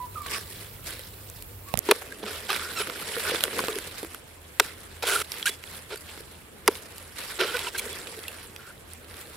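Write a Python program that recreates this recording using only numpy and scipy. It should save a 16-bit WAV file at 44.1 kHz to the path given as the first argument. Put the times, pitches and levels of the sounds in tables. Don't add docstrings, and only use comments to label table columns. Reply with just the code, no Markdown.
import sys
import numpy as np
from scipy import signal
from scipy.io import wavfile

SR = 44100
rng = np.random.default_rng(int(sys.argv[2]) if len(sys.argv) > 2 else 0)


def natural_amplitude(level_db):
    exponent = np.asarray(level_db, float) / 20
    return 10 ** exponent


def store_pcm(level_fs):
    pcm = np.round(np.clip(level_fs, -1, 1) * 32767).astype(np.int16)
    wavfile.write(sys.argv[1], SR, np.atleast_2d(pcm).T)


N = 412776

# frequency in Hz, level in dB per Hz.
AIR = [(15, -39), (25, 0), (87, -3.5), (242, -8.5), (451, -8.5), (796, -13), (2840, -18), (5880, -31),
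       (10700, -21), (16000, -33)]
# frequency in Hz, level in dB per Hz.
FIRE = [(15, -44), (25, 0.5), (92, -4), (309, -15.5), (354, -22), (384, -13.5), (489, -20), (887, -18.5),
        (6210, -32), (13600, -20.5), (16000, -20.5)]
AIR_DB, FIRE_DB, FIRE_END_S = -48.5, -44.5, 1.735
# frequency in Hz, width in Hz, level in dB.
HUMS = [
    (83, 10.3, -56),
    (100, 9, -51),
]
# time in seconds, pitch in Hz, level in dB.
BIRD = [
    [(0, 992, -38.5), (.045, 996, -40), (.07, 950, -53)],
    [(.152, 1270, -38), (.165, 1248, -39), (.18, 1217, -46), (.22, 1152, -46.5), (.25, 1108, -48.5),
     (.35, 1134, -52), (.385, 1130, -49)],
    [(1.658, 1060, -55), (1.685, 1140, -53), (1.71, 1110, -54), (1.735, 1080, -58)],
]

# frequency in Hz, level in dB per Hz.
LEAF = [(88, -34), (150, -16), (209, -16.5), (466, -15.5), (662, -17.5), (1190, -12), (1500, -8.5),
        (6020, -15.5), (8560, 0.5), (12900, -6), (16000, -18)]
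# frequency in Hz, level in dB per Hz.
FIBRE = [(120, -69), (250, -38), (387, -12), (482, -23), (1080, -9.5), (1370, -24.5), (1810, -6.5),
         (4900, -12), (6200, -22), (9930, -17), (16000, -29)]
# frequency in Hz, level in dB per Hz.
TEAR = [
    [(210, -35), (350, -1.5), (3450, -5), (6030, -18), (7190, -11), (13400, -14), (16000, -21)],
    [(210, -25), (350, -13), (1500, -4), (4310, -5.5), (6970, -8.5), (13400, -16), (16000, -30)],
    [(290, -42), (500, -7.5), (1550, -5), (4870, -10), (7640, -14), (9770, -9), (16000, -21)],
]
# frequency in Hz, left-right likeness (1 = mono).
AIR_ALIKE = [(60, 1), (380, 0.39), (2380, -0.13), (15000, -0.11)]
# frequency in Hz, left-right likeness (1 = mono).
LEAF_ALIKE = [(60, 1), (380, 1), (2380, 0.37), (15000, 0.024)]
# frequency in Hz, left-right likeness (1 = mono).
CUT_ALIKE = [(60, 0.87), (380, 0.98), (2380, 0.84), (15000, 0.41)]
# frequency in Hz, left over right in dB.
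LEAN = [(60, -1.5), (380, 0.5), (2380, -2), (15000, -4)]
LOW_HZ, HIGH_HZ = 700, 5800
NUT_HZ, NUT_WIDTH_HZ = 430, 183
SLOT_HZ, SLOT_WIDTH_HZ = 1410, 190

# time in seconds, hum in dB.
ROLL = [(0, -56), (.283, -55.5), (1.698, -58.5), (1.95, -42.5), (1.99, -50), (3.414, -42), (3.53, -41.5),
        (3.59, -35.5), (4.332, -69.5), (4.649, -57), (6.6, -62.5), (6.72, -47.5), (7.05, -68),
        (7.485, -46.5), (7.744, -49.5), (7.836, -43.5), (8.8, -62.5), (9.3, -54)]
# peak in seconds, peak in dB, rise in seconds, fall in seconds.
STIRS = [(.347, -28, 0.074, 0.047), (.64, -44, 0.46, 0.14), (.868, -37.5, 0.04, 0.21),
         (1.39, -50, 0.27, 0.045), (1.685, -48, .03, .06), (1.89, -39.5, 0.045, 0.19),
         (2.28, -48, 0.037, .1), (2.36, -36, 0.073, 0.089), (2.598, -35.5, 0.12, 0.18),
         (2.83, -37, 0.19, 0.069), (3.03, -45, 0.19, 0.49), (3.33, -31, 0.34, 0.13), (3.7, -39, 1, 0.42),
         (4.11, -50, 0.33, 0.081), (4.625, -42, 0.032, 0.12), (4.69, -42.5, 0.088, .045),
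         (5.0, -50.5, .6, .4), (5.366, -39.5, 0.13, .1), (5.519, -43.5, 0.17, .04), (5.739, -43, 0.17, .1),
         (5.948, -46, 0.12, 0.079), (6.08, -46, .07, 0.36), (6.768, -40, .1, .04), (7.02, -46, 0.26, 0.057),
         (7.19, -38.5, .04, .5), (7.685, -40, 0.53, 0.02), (7.818, -39.5, 0.07, 0.47),
         (8.41, -45, 0.45, 0.1), (8.598, -50, 0.069, 0.2), (8.93, -49, .04, .03), (9.215, -44, .15, 0.072),
         (9.34, -49, .08, .1)]
STIR_DROP_DB = 12
STIR_ROUNDNESS = 1.36
BED_DB, BED_FOLLOWS = -51, 0.94
HISS_DB, HISS_FOLLOWS = -42.5, 0.86
STIR_HUM_DB = -13.5
DRY_LITTER_HZ = 2200

# start in seconds, length in seconds, first dB, last dB.
BITES = [(1.886, 0.024, -30, -31), (2.224, 0.026, -39, -46), (2.25, 0.04, -44, -32),
         (2.272, 0.052, -33.5, -45.5), (5.9, 0.05, -40, -35.5), (7.386, .026, -31, -26),
         (7.404, .065, -23.5, -34.5)]
# start in seconds, length in seconds, first dB, last dB.
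SLIDES = [(2.476, 0.023, -47, -31), (2.49, .095, -29, -33), (2.73, 0.074, -47, -38),
          (2.79, 0.033, -32, -26), (7.459, 0.063, -33.5, -36), (7.513, .062, -36, -30),
          (7.567, .13, -36.5, -37), (7.743, .036, -34, -40), (5.0225, .0275, -26, -31),
          (5.044, .028, -34, -31)]
# start in seconds, length in seconds, first dB, last dB.
WRENCHES = [
    (5.066, .1, -27, -24),
    (5.163, .06, -30, -30),
    (5.214, .016, -33, -44),
]
# start in seconds, length in seconds, first dB, last dB.
SKIDS = [
    (7.774, .03, -33.5, -31.5),
]
# start in seconds, length in seconds, first dB, last dB.
TWISTS = [
    (5.455, .03, -25.5, -27),
    (5.48, .022, -26, -32),
]
# start in seconds, length in seconds, first dB, last dB.
DRAGS = [(3.245, .055, -41, -40), (7.385, .035, -39, -39), (7.47, .04, -42, -42), (8.58, .14, -57, -55),
         (2.585, .14, -46, -48)]
# hollow in dB, hiss in dB, slot in dB, edge in seconds, thin below in Hz.
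BITE = (-3.5, -15, -5.5, .006, 300)
SLIDE = (-10.5, -7.5, -7, .006, 300)
WRENCH = (-9, -3, -4, .004, 300)
SKID = (-27, 4, -12, .008, 1600)
TWIST = (-25, -1.5, -20, .003, 1500)
DRAG = (-20, -20, 6, .01, 1000)
# start in seconds, length in seconds, slips per second at
# start in Hz, at end in Hz, level in dB, tilt in dB per overtone.
SQUEAKS = [(2.757, 0.043, 1365, 1300, -34.5, -2.5), (2.49, .012, 720, 880, -30, -1.5),
           (2.4995, .015, 1150, 1330, -27, -6), (2.509, .009, 810, 840, -33, 0.1),
           (5.455, .013, 1300, 1620, -26, -2), (5.468, .016, 1560, 1640, -22.5, -16)]

# time in seconds, peak in dB, colour in Hz, thump in dB above peak, bright in # dB
POPS = [
    (1.7385, -16, 700, -5, -13),
    (1.782, -28, 600, -6, -20),
    (1.7535, -29, 1100, -6, -24),
    (1.773, -21.5, 1680, -6.5, -3),
    (1.789, -16, 5700, -23, -1.5),
]
POPS_PAN_DB, POP_THUMP_HZ = -23.5, 170
# time in seconds, peak in dB, colour in Hz, bright in dB above peak.
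SNAPS = [(0.218, -33, 1063, -2), (0.261, -18, 1130, -29), (0.905, -28, 4500, -4), (0.992, -27, 2600, -8),
         (1.298, -39, 870, 6), (1.422, -25.5, 4300, -6), (2.02, -26, 1300, -28), (2.122, -27, 1590, -11.5),
         (2.561, -13, 1700, -25), (2.922, -27, 1440, -12), (7.928, -31, 4000, 0), (3.406, -11.5, 2870, -21),
         (3.437, -11, 2400, -13), (3.585, -19, 5200, -8), (3.59, -9.5, 1080, -31), (3.669, -25, 6500, -4),
         (5.318, -12.5, 3800, -20), (5.396, -26, 2200, -19), (5.426, -17, 3100, -25),
         (5.637, -24.5, 2190, -26), (5.974, -33, 4630, -2), (6.752, -23, 2920, -30),
         (6.98, -28.5, 3100, -4), (8.07, -22, 2950, -27), (8.237, -24, 2860, -21), (8.28, -18, 3600, -11),
         (8.561, -24, 2500, -20), (8.933, -33, 6000, -2)]
# time in seconds, peak in dB, colour in Hz, bright in dB above
MORE_SNAPS = [(2.5024, -16, 2590, -18), (2.5184, -18, 2320, -18), (2.5284, -16, 1600, -18),
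              (2.9981, -28, 1730, -18), (3.2021, -22, 2160, -18), (3.3094, -20, 2260, -18),
              (3.4514, -21, 1400, -18), (3.478, -24, 1500, -18), (3.7549, -23, 3580, -18),
              (3.911, -34, 3240, -18), (5.245, -32, 3430, -18), (5.3393, -28, 2280, -18),
              (7.4095, -17, 2440, -26), (7.5906, -21, 2940, -18), (8.1404, -35, 1560, -18),
              (9.0438, -39, 2510, -18), (9.1092, -37, 3060, -18), (9.1401, -36, 2400, -18)]
# time in seconds, peak in dB, colour in Hz, bright in dB above peak.
CLICKS = [(3.4368, -6, 4200, -10), (3.4372, -6, 1900, -30), (1.888, -16.5, 1300, -25),
          (.381, -30, 2400, -20), (2.145, -33, 2300, -20), (3.0313, -26, 1550, -18),
          (3.5516, -26, 3380, -18), (3.602, -21, 6000, -6), (7.303, -28, 1920, -18),
          (7.3928, -20, 1520, -28), (7.9545, -30, 1200, -18), (8.3172, -31, 1500, -18),
          (7.1588, -33, 2020, -18)]
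# time in seconds, peak in dB, colour in Hz, hollow in dB above peak.
TAPS = [(2.23, -30, 2110, 2.5), (2.237, -22.5, 830, -14), (2.87, -18, 1610, -20), (2.897, -17, 1300, -20),
        (3.165, -19, 1420, -10), (3.295, -14.5, 1450, -12), (3.346, -12.5, 1680, -8),
        (3.358, -20, 3550, -13.5), (3.638, -15, 900, -8.5), (3.682, -12, 1120, -10),
        (6.175, -26, 2090, -12), (8.187, -36, 1430, 2.5)]
# time in seconds, peak in dB, colour in Hz, hollow in dB above peak.
BUMPS = [(0.381, -25, 1340, -14), (3.603, -21, 1010, -4), (3.785, -17.5, 1820, -14), (4.029, -23, 815, -2),
         (4.145, -21, 1360, -17), (5.957, -25.5, 1380, -15), (6.204, -32, 1440, -4), (4.046, -26, 1200, -8),
         (3.4365, -11, 6000, -30), (3.53, -26, 800, -6), (8.19, -28, 2500, -20)]
SNAP_HOLLOW_DB, TAP_BRIGHT_DB, BUMP_BRIGHT_DB, MORE_SNAPS_LIFT_DB = -26.5, -26, -9, 4

# start in seconds, pitch in Hz, level in dB, push in seconds, 60 dB decay in seconds.
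RINGS = [(1.888, 375, -13.5, 0.0032, 0.06), (1.889, 944, -17, 0.00045, 0.031),
         (1.898, 417, -13.5, 0.011, 0.03), (2.23, 205, -36.5, 0.021, 0.1), (2.82, 1330, -30, 0.0028, .015),
         (7.746, 1594, -27.5, 0.0077, 0.033), (7.792, 2300, -27, 0.0042, .02),
         (2.82, 11000, -29, 0.0024, 0.055), (3.17, 454, -26, .008, 0.063), (3.318, 500, -22, 0.0015, 0.05),
         (3.687, 1180, -26, 0.0014, 0.021), (3.591, 1100, -17.5, 0.002, .02),
         (3.687, 430, -25, 0.0049, 0.16), (3.76, 397, -25.5, 0.0078, 0.034), (5.146, 1372, -19, 0.02, .008),
         (5.492, 3400, -36, .003, 0.18), (5.97, 4600, -43, .004, .06), (7.533, 1480, -26, 0.02, 0.037),
         (7.538, 489, -26.5, 0.019, 0.055), (7.668, 970, -30, 0.0094, .03), (0.992, 510, -38, .004, 0.027),
         (7.86, 454, -33, 0.0088, .05), (7.928, 3390, -37.5, .005, 0.094),
         (8.281, 2710, -26.5, .002, 0.021), (7.678, 2700, -29, .004, .03), (4.598, 3400, -14, .0004, .014),
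         (4.607, 400, -28, .005, .04), (4.598, 950, -12, .001, .022), (1.912, 1100, -13, .001, .035),
         (6.6778, 4900, -15, .0005, .02), (4.031, 330, -33, .006, .09), (4.5985, 1450, -14, .001, .025),
         (2.8, 3000, -32, .015, .02), (2.808, 2300, -31, .01, .02), (5.463, 3250, -28, .005, .02),
         (3.478, 500, -30, .004, .04), (5.028, 2430, -31, .006, .03), (5.03, 950, -30, .008, .03),
         (5.034, 480, -27.5, .006, .04), (5.492, 400, -32, .004, .03), (7.755, 2200, -34, .008, .03),
         (7.779, 4200, -31, .009, .025), (7.786, 3300, -32, .007, .02), (8.36, 9400, -47, .02, .06),
         (8.425, 10700, -46, .008, .04), (8.466, 10500, -46, .004, .03),
         (6.6815, 520, -17, .002, .03), (6.6785, 1430, -15, .001, .025), (6.6785, 1030, -16, .001, .03),
          (6.701, 450, -38, .004, .04), (4.619, 440, -36, .004, .025), (4.598, 2250, -14, .0006, .02),
          (3.338, 400, -23, .002, .035), (3.308, 2600, -24, .001, .015), (3.357, 3500, -24, .002, .02),
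          (3.239, 9000, -28, .001, .012), (3.297, 9400, -29, .001, .012), (3.339, 5200, -30, .001, .012),
          (7.413, 370, -24, .004, .1), (7.41, 3100, -28, .004, .04), (7.47, 3150, -34, .025, .03),
          (5.05, 3300, -30, .006, .03), (3.4375, 560, -21, .001, .025), (3.4375, 1500, -17, .001, .016),
          (2.797, 420, -29, .012, .04), (5.427, 3300, -24, .001, .015), (8.17, 430, -37, .01, .05),
          (5.036, 760, -25, .004, .015), (2.118, 1620, -33, .006, .03), (2.016, 760, -36, .006, .03),
          (.36, 1130, -44, .015, .04), (.2, 2260, -54, .03, .08)]

CHOP_S = [
    1.9118,
    4.598,
    6.6778,
]
# peak in dB, tearing length in seconds, blade stop in seconds, thud in dB, thud in Hz.
CHOPS = [
    (0, 0.0088, 0.0058, -7, 455),
    (1, 0.0066, .0064, -20.5, 393),
    (.5, 0.0078, .0075, -6.5, 415),
]
FIRST_BITE = 14
EDGE_HZ, EDGE_DECAY_S, EDGE_DB = 2500, .0004, -1.5
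STEADY_CUT_HZ, CUTOFF_HZ = 15800, 16900


def rms_one(x):
    return x / np.sqrt(np.mean(x ** 2) + 1e-20)


def in_time(rows):
    s, *columns = np.transpose(rows)
    return [np.interp(np.arange(N) / SR, s, c) for c in columns]


def at_hz(points, hz):
    table_hz, values = np.transpose(points)
    return np.interp(np.log(hz), np.log(table_hz), values)


def sides(db):
    return natural_amplitude(np.array([[db / 2], [-db / 2]]))


def add(out, x, s):
    i = round(s * SR)
    out[:, i:i + x.shape[-1]] += x[..., :N - i]


def drift(rate, size=N, db=None):
    r = np.exp(-80 * np.pi * rate / SR)
    white = rng.standard_normal(size // 40 + 2002)
    slow = rms_one(signal.lfilter([1], [1, -2 * r, r * r], white)[2000:])
    values = slow if db is None else natural_amplitude(db * slow)
    return np.interp(np.arange(size) / 40, np.arange(len(slow)), values)


def resonate(x, hz, width_hz):
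    r = np.exp(-np.pi * width_hz / SR)
    poles = [1, -2 * r * np.cos(2 * np.pi * hz / SR), r * r]
    return signal.lfilter([(1 - r * r) / 2, 0, (r * r - 1) / 2], poles, x)


def grains(per_s, spread_db, size=N):
    sizes = natural_amplitude(spread_db * np.minimum(rng.exponential(1, size), 5))
    sizes = sizes * (rng.random(size) < per_s / SR)
    return rms_one(sizes * rng.standard_normal((2, 2, size)))


def crunch(per_s, spread_db, size=N):
    snaps, dealt = grains(per_s, spread_db, size)[0], rng.integers(0, 12, size)
    mid, side = sum(resonate(snaps * (dealt == k) + 1e-18, hz, 0.054 * hz)
                    for k, hz in enumerate(np.geomspace(900, 3900, 12)))
    return rms_one(sides(-5) * (mid + 0.36 * side * [[1], [-1]]))


def coloured(white, spectrum, alike, patchy_db):
    size = white.shape[-1]
    parts, edges = np.zeros((3, 2, size)), 22 * 2 ** np.arange(0, 9.7, 1 / 3)
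    for k, (low, high) in enumerate(zip(edges, edges[1:])):
        hz = np.sqrt(low * high)
        if hz < spectrum[0][0] / 2 or hz > 2 * spectrum[-1][0]:
            continue
        band_pass = signal.butter(2, [low, high], "band", fs=SR, output="sos")
        band = signal.sosfilt(band_pass, white[k % 2])
        if patchy_db:
            band = band * drift(17.4, size, patchy_db)
        c = np.clip(at_hz(alike, hz), -1, 1)
        width = np.sqrt([1 + c, 1 - c]) * [[1, 0.99], [1, -0.98]]
        matrix = natural_amplitude(at_hz(spectrum, hz)) * sides(at_hz(LEAN, hz)) * width
        parts[int(hz > LOW_HZ) + int(hz > HIGH_HZ)] += matrix @ band
    return parts


def hum(hz, width_hz, db):
    once = resonate(rng.standard_normal(N), hz, width_hz)
    return natural_amplitude(db) * rms_one(resonate(once, hz, width_hz))


def forest():
    n = round(FIRE_END_S * SR)
    air = coloured(rng.standard_normal((2, 2, N)), AIR, AIR_ALIKE, patchy_db=2.5).sum(0)
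    fire = coloured(rng.standard_normal((2, 2, n)), FIRE, AIR_ALIKE, patchy_db=-1.0).sum(0)
    steady, by_fire = (hum(*row) for row in HUMS)
    out = natural_amplitude(AIR_DB) * rms_one(air)
    out[:, :n] = (natural_amplitude(FIRE_DB) * rms_one(fire) + by_fire[:n])[:, ::-1]
    return out + steady[::-1]


def bird():
    call, flutter = np.zeros(N), drift(54)
    for rows in BIRD:
        start_s, end_s = rows[0][0], rows[-1][0]
        on = slice(round(start_s * SR), round(end_s * SR))
        hz, level_db = (c[on] for c in in_time(rows))
        far = start_s > 0
        phase = 2 * np.pi * np.cumsum(hz * (1 + .018 * flutter[::-1][on] * far)) / SR
        level = natural_amplitude(level_db + 6.0 + 4.0 * flutter[on] * far)
        whistle = np.sin(phase) + 0.05 * np.sin(2 * phase)
        call[on] = level * signal.windows.tukey(len(hz), .1) * whistle
    t = np.arange(SR // 2) / SR
    trunks = rng.standard_normal((2, len(t))) * natural_amplitude(-60 * t / .9 - 43) * (t > .01)
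    return sides(-6.5) * call + signal.fftconvolve(call[None], trunks, axes=1)[:, :N]


def stirring():
    t, power = np.arange(0, N + 40, 40) / SR, 1e-12
    for s, peak_db, rise_s, fall_s in STIRS:
        away = np.where(t < s, (s - t) / rise_s, (t - s) / fall_s)
        power = power + natural_amplitude(peak_db - STIR_DROP_DB * away ** STIR_ROUNDNESS) ** 2
    return np.interp(np.arange(N) / SR, t, 10 * np.log10(power))


def leaves():
    roll_db, stir_db = in_time(ROLL)[0], stirring()
    rustle = np.hypot(natural_amplitude(stir_db), natural_amplitude(BED_DB + BED_FOLLOWS * (roll_db + 50.5)))
    hiss = natural_amplitude(HISS_DB) * (100 * rustle) ** HISS_FOLLOWS
    nut_hum = np.hypot(natural_amplitude(roll_db - 0.5), natural_amplitude(stir_db + STIR_HUM_DB))
    white = grains(per_s=7000, spread_db=1.5)
    white = white * drift(25.6, db=1.7)
    low, middle, high = map(rms_one, coloured(white, LEAF, LEAF_ALIKE, patchy_db=2.5))
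    snaps = crunch(per_s=700, spread_db=3.0)
    lone = white[0] * (np.abs(white[1, 0]) > 6)
    pricks = rms_one(signal.lfilter(*signal.butter(2, [5000, 13000], "band", fs=SR), lone))
    hollow = rms_one(0.65 * low + rms_one(resonate(low, NUT_HZ, NUT_WIDTH_HZ)))
    dry_litter = signal.lfilter(*signal.butter(1, DRY_LITTER_HZ, "high", fs=SR), middle)
    middle = np.where(np.arange(N) < FIRE_END_S * SR, 1.15 * dry_litter, middle)
    return nut_hum * hollow + rustle * (0.86 * middle + 0.36 * snaps) + hiss * (.9 * high + .4 * pricks)


def ticks(table, pan_db, knock_hz, crack_s):
    out, t = np.zeros((2, N)), np.arange(2600) / SR
    noise = rng.standard_normal((len(table), 2, len(t)))
    bright = signal.butter(3, [6200, 13500], "band", fs=SR, output="sos")
    knock = np.sin(2 * np.pi * knock_hz * t) * np.exp(-t / 0.003) * (1 - np.exp(-t / 0.00034))
    for (s, peak_db, hz, knock_db, bright_db), (common, own) in zip(table, noise):
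        crack = (common + 0.51 * own * [[1], [-1]]) * np.exp(-t / crack_s)
        body = resonate(crack, hz, .6 * hz)
        edge = signal.sosfilt(bright, crack)
        snap = body / np.abs(body).max() + natural_amplitude(bright_db + 8.5) * edge / np.abs(edge).max()
        tick = sides(pan_db) * snap + sides(0.6 * pan_db) * natural_amplitude(knock_db + 5.5) * knock
        add(out, natural_amplitude(peak_db - 2) * tick, s + 0.00119)
    return out


def small_contacts():
    contacts = [(s, db, hz, SNAP_HOLLOW_DB, bright_db) for s, db, hz, bright_db in SNAPS]
    contacts += [(s, db + MORE_SNAPS_LIFT_DB, hz, SNAP_HOLLOW_DB, bright_db) for s, db, hz, bright_db in MORE_SNAPS]
    contacts += [(*row, TAP_BRIGHT_DB) for row in TAPS]
    contacts += [(*row, BUMP_BRIGHT_DB) for row in BUMPS]
    clicks = [(s, db, hz, SNAP_HOLLOW_DB - 12.0, bright_db) for s, db, hz, bright_db in CLICKS]
    out = ticks(POPS, POPS_PAN_DB, POP_THUMP_HZ, crack_s=.0007)
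    out += ticks(contacts, -3.5, NUT_HZ, crack_s=.0017)
    return out + ticks(clicks, -3.5, NUT_HZ, crack_s=.0006)


def rubs():
    size = 2 * SR
    white = grains(per_s=6000, spread_db=2.0, size=size)
    white = white * drift(61, size, db=.7)
    low, middle, high = map(rms_one, coloured(white, FIBRE, CUT_ALIKE, patchy_db=1.2))
    slot = resonate(middle, SLOT_HZ, 2 * SLOT_WIDTH_HZ)
    slot = rms_one(resonate(slot, SLOT_HZ, SLOT_WIDTH_HZ))
    hollow = rms_one(resonate(low, NUT_HZ, 1.25 * NUT_WIDTH_HZ))
    snaps = crunch(per_s=1800, spread_db=2.5, size=size)
    kinds = ((BITES, BITE), (SLIDES, SLIDE), (WRENCHES, WRENCH), (SKIDS, SKID), (TWISTS, TWIST), (DRAGS, DRAG))
    out, used = np.zeros((2, N)), 0
    for strokes, (hollow_db, hiss_db, slot_db, edge_s, thin_hz) in kinds:
        rasp = signal.lfilter(*signal.butter(2, thin_hz, "high", fs=SR), 0.77 * middle + 0.61 * snaps)
        rub = rasp + natural_amplitude(hollow_db) * hollow + natural_amplitude(hiss_db) * high + natural_amplitude(slot_db) * slot
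        for s, lasts_s, first_db, last_db in strokes:
            t = np.arange(round(lasts_s * SR)) / SR
            used += SR // 17
            edges = np.clip(np.minimum(t, lasts_s - t) / edge_s, 0, 1)
            level = natural_amplitude(first_db + (last_db - first_db) * t / lasts_s)
            add(out, edges * level * rub[:, used:used + len(t)], s)
    return out


def squeaks():
    out = np.zeros((2, N))
    for s, lasts_s, start_hz, end_hz, level_db, tilt_db in SQUEAKS:
        hz = np.linspace(start_hz, end_hz, round(lasts_s * SR))
        phase = 2 * np.pi * np.cumsum(hz * (1 + 0.012 * drift(48, len(hz)))) / SR
        comb = sum(natural_amplitude(tilt_db * k + 2.5 * drift(40, len(hz))) * np.sin((k + 1) * phase) for k in range(6))
        add(out, natural_amplitude(level_db) * sides(-2.5) * signal.windows.tukey(len(hz), .5) * comb, s)
    return out


def rings():
    out, t = np.zeros((2, N)), np.arange(9000) / SR
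    for s, hz, level_db, push_s, t60 in RINGS:
        swell = np.sin(np.pi / 2 * np.minimum(t / push_s, 1))
        decay = natural_amplitude(-60 * np.maximum(t - push_s, 0) / t60)
        tone = swell * decay * np.sin(2 * np.pi * hz * t)
        add(out, natural_amplitude(level_db) * sides(at_hz(LEAN, hz)) * tone, s)
    return out


def chops():
    out, t = np.zeros((2, N)), np.arange(4000) / SR
    noise = rng.standard_normal((len(CHOPS), 2, 2, len(t)))
    rind = natural_amplitude(EDGE_DB) * np.sin(2 * np.pi * EDGE_HZ * t) * np.exp(-t / EDGE_DECAY_S)
    for s, (peak_db, tear_s, stop_s, thud_db, thud_hz), white, spectrum in zip(CHOP_S, CHOPS, noise, TEAR):
        white[:, 0, 0] = FIRST_BITE
        tearing = np.exp(-t / .0058) / (1 + (t / tear_s) ** 6) + .03 * np.exp(-t / .012)
        low, middle, high = coloured(white * tearing, spectrum, CUT_ALIKE, patchy_db=0.5)
        tear = low + middle + high * np.exp(-t / .005) * 1.6
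        tear = tear + .6 * resonate(tear, SLOT_HZ, 400)
        add(out, natural_amplitude(peak_db) * tear / np.abs(tear).max(), s)
        add(out, np.array([rind] * 2), s)
        thud = -np.sin(2 * np.pi * thud_hz * t) * np.exp(-(t / .0047) ** 1.5)
        jolt = -np.sin(2 * np.pi * 2.2 * thud_hz * t) * np.exp(-t / .0012)
        add(out, natural_amplitude(thud_db) * np.array([thud + 0.7 * jolt] * 2), s + stop_s)
    no_bass = signal.butter(4, 300, "high", fs=SR, output="sos")
    return signal.sosfilt(no_bass, out)


def scene():
    top_cut = signal.ellip(10, .5, 60, STEADY_CUT_HZ, fs=SR, output="sos")
    steady = signal.sosfilt(top_cut, forest() + leaves() + rubs())
    return steady + bird() + small_contacts() + squeaks() + rings() + chops()


def roll_off(x):
    return signal.sosfilt(signal.butter(12, 16470, fs=SR, output="sos"), x)


def record(dry):
    soft = 1.3 * np.tanh(dry / 1.3)
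    cut = signal.sosfilt(signal.cheby2(12, 60, CUTOFF_HZ, fs=SR, output="sos"), soft)
    cut = signal.sosfilt(signal.butter(4, 39, "high", fs=SR, output="sos"), cut)
    return roll_off(cut)


dry = scene()
out = record(dry)
store_pcm(out)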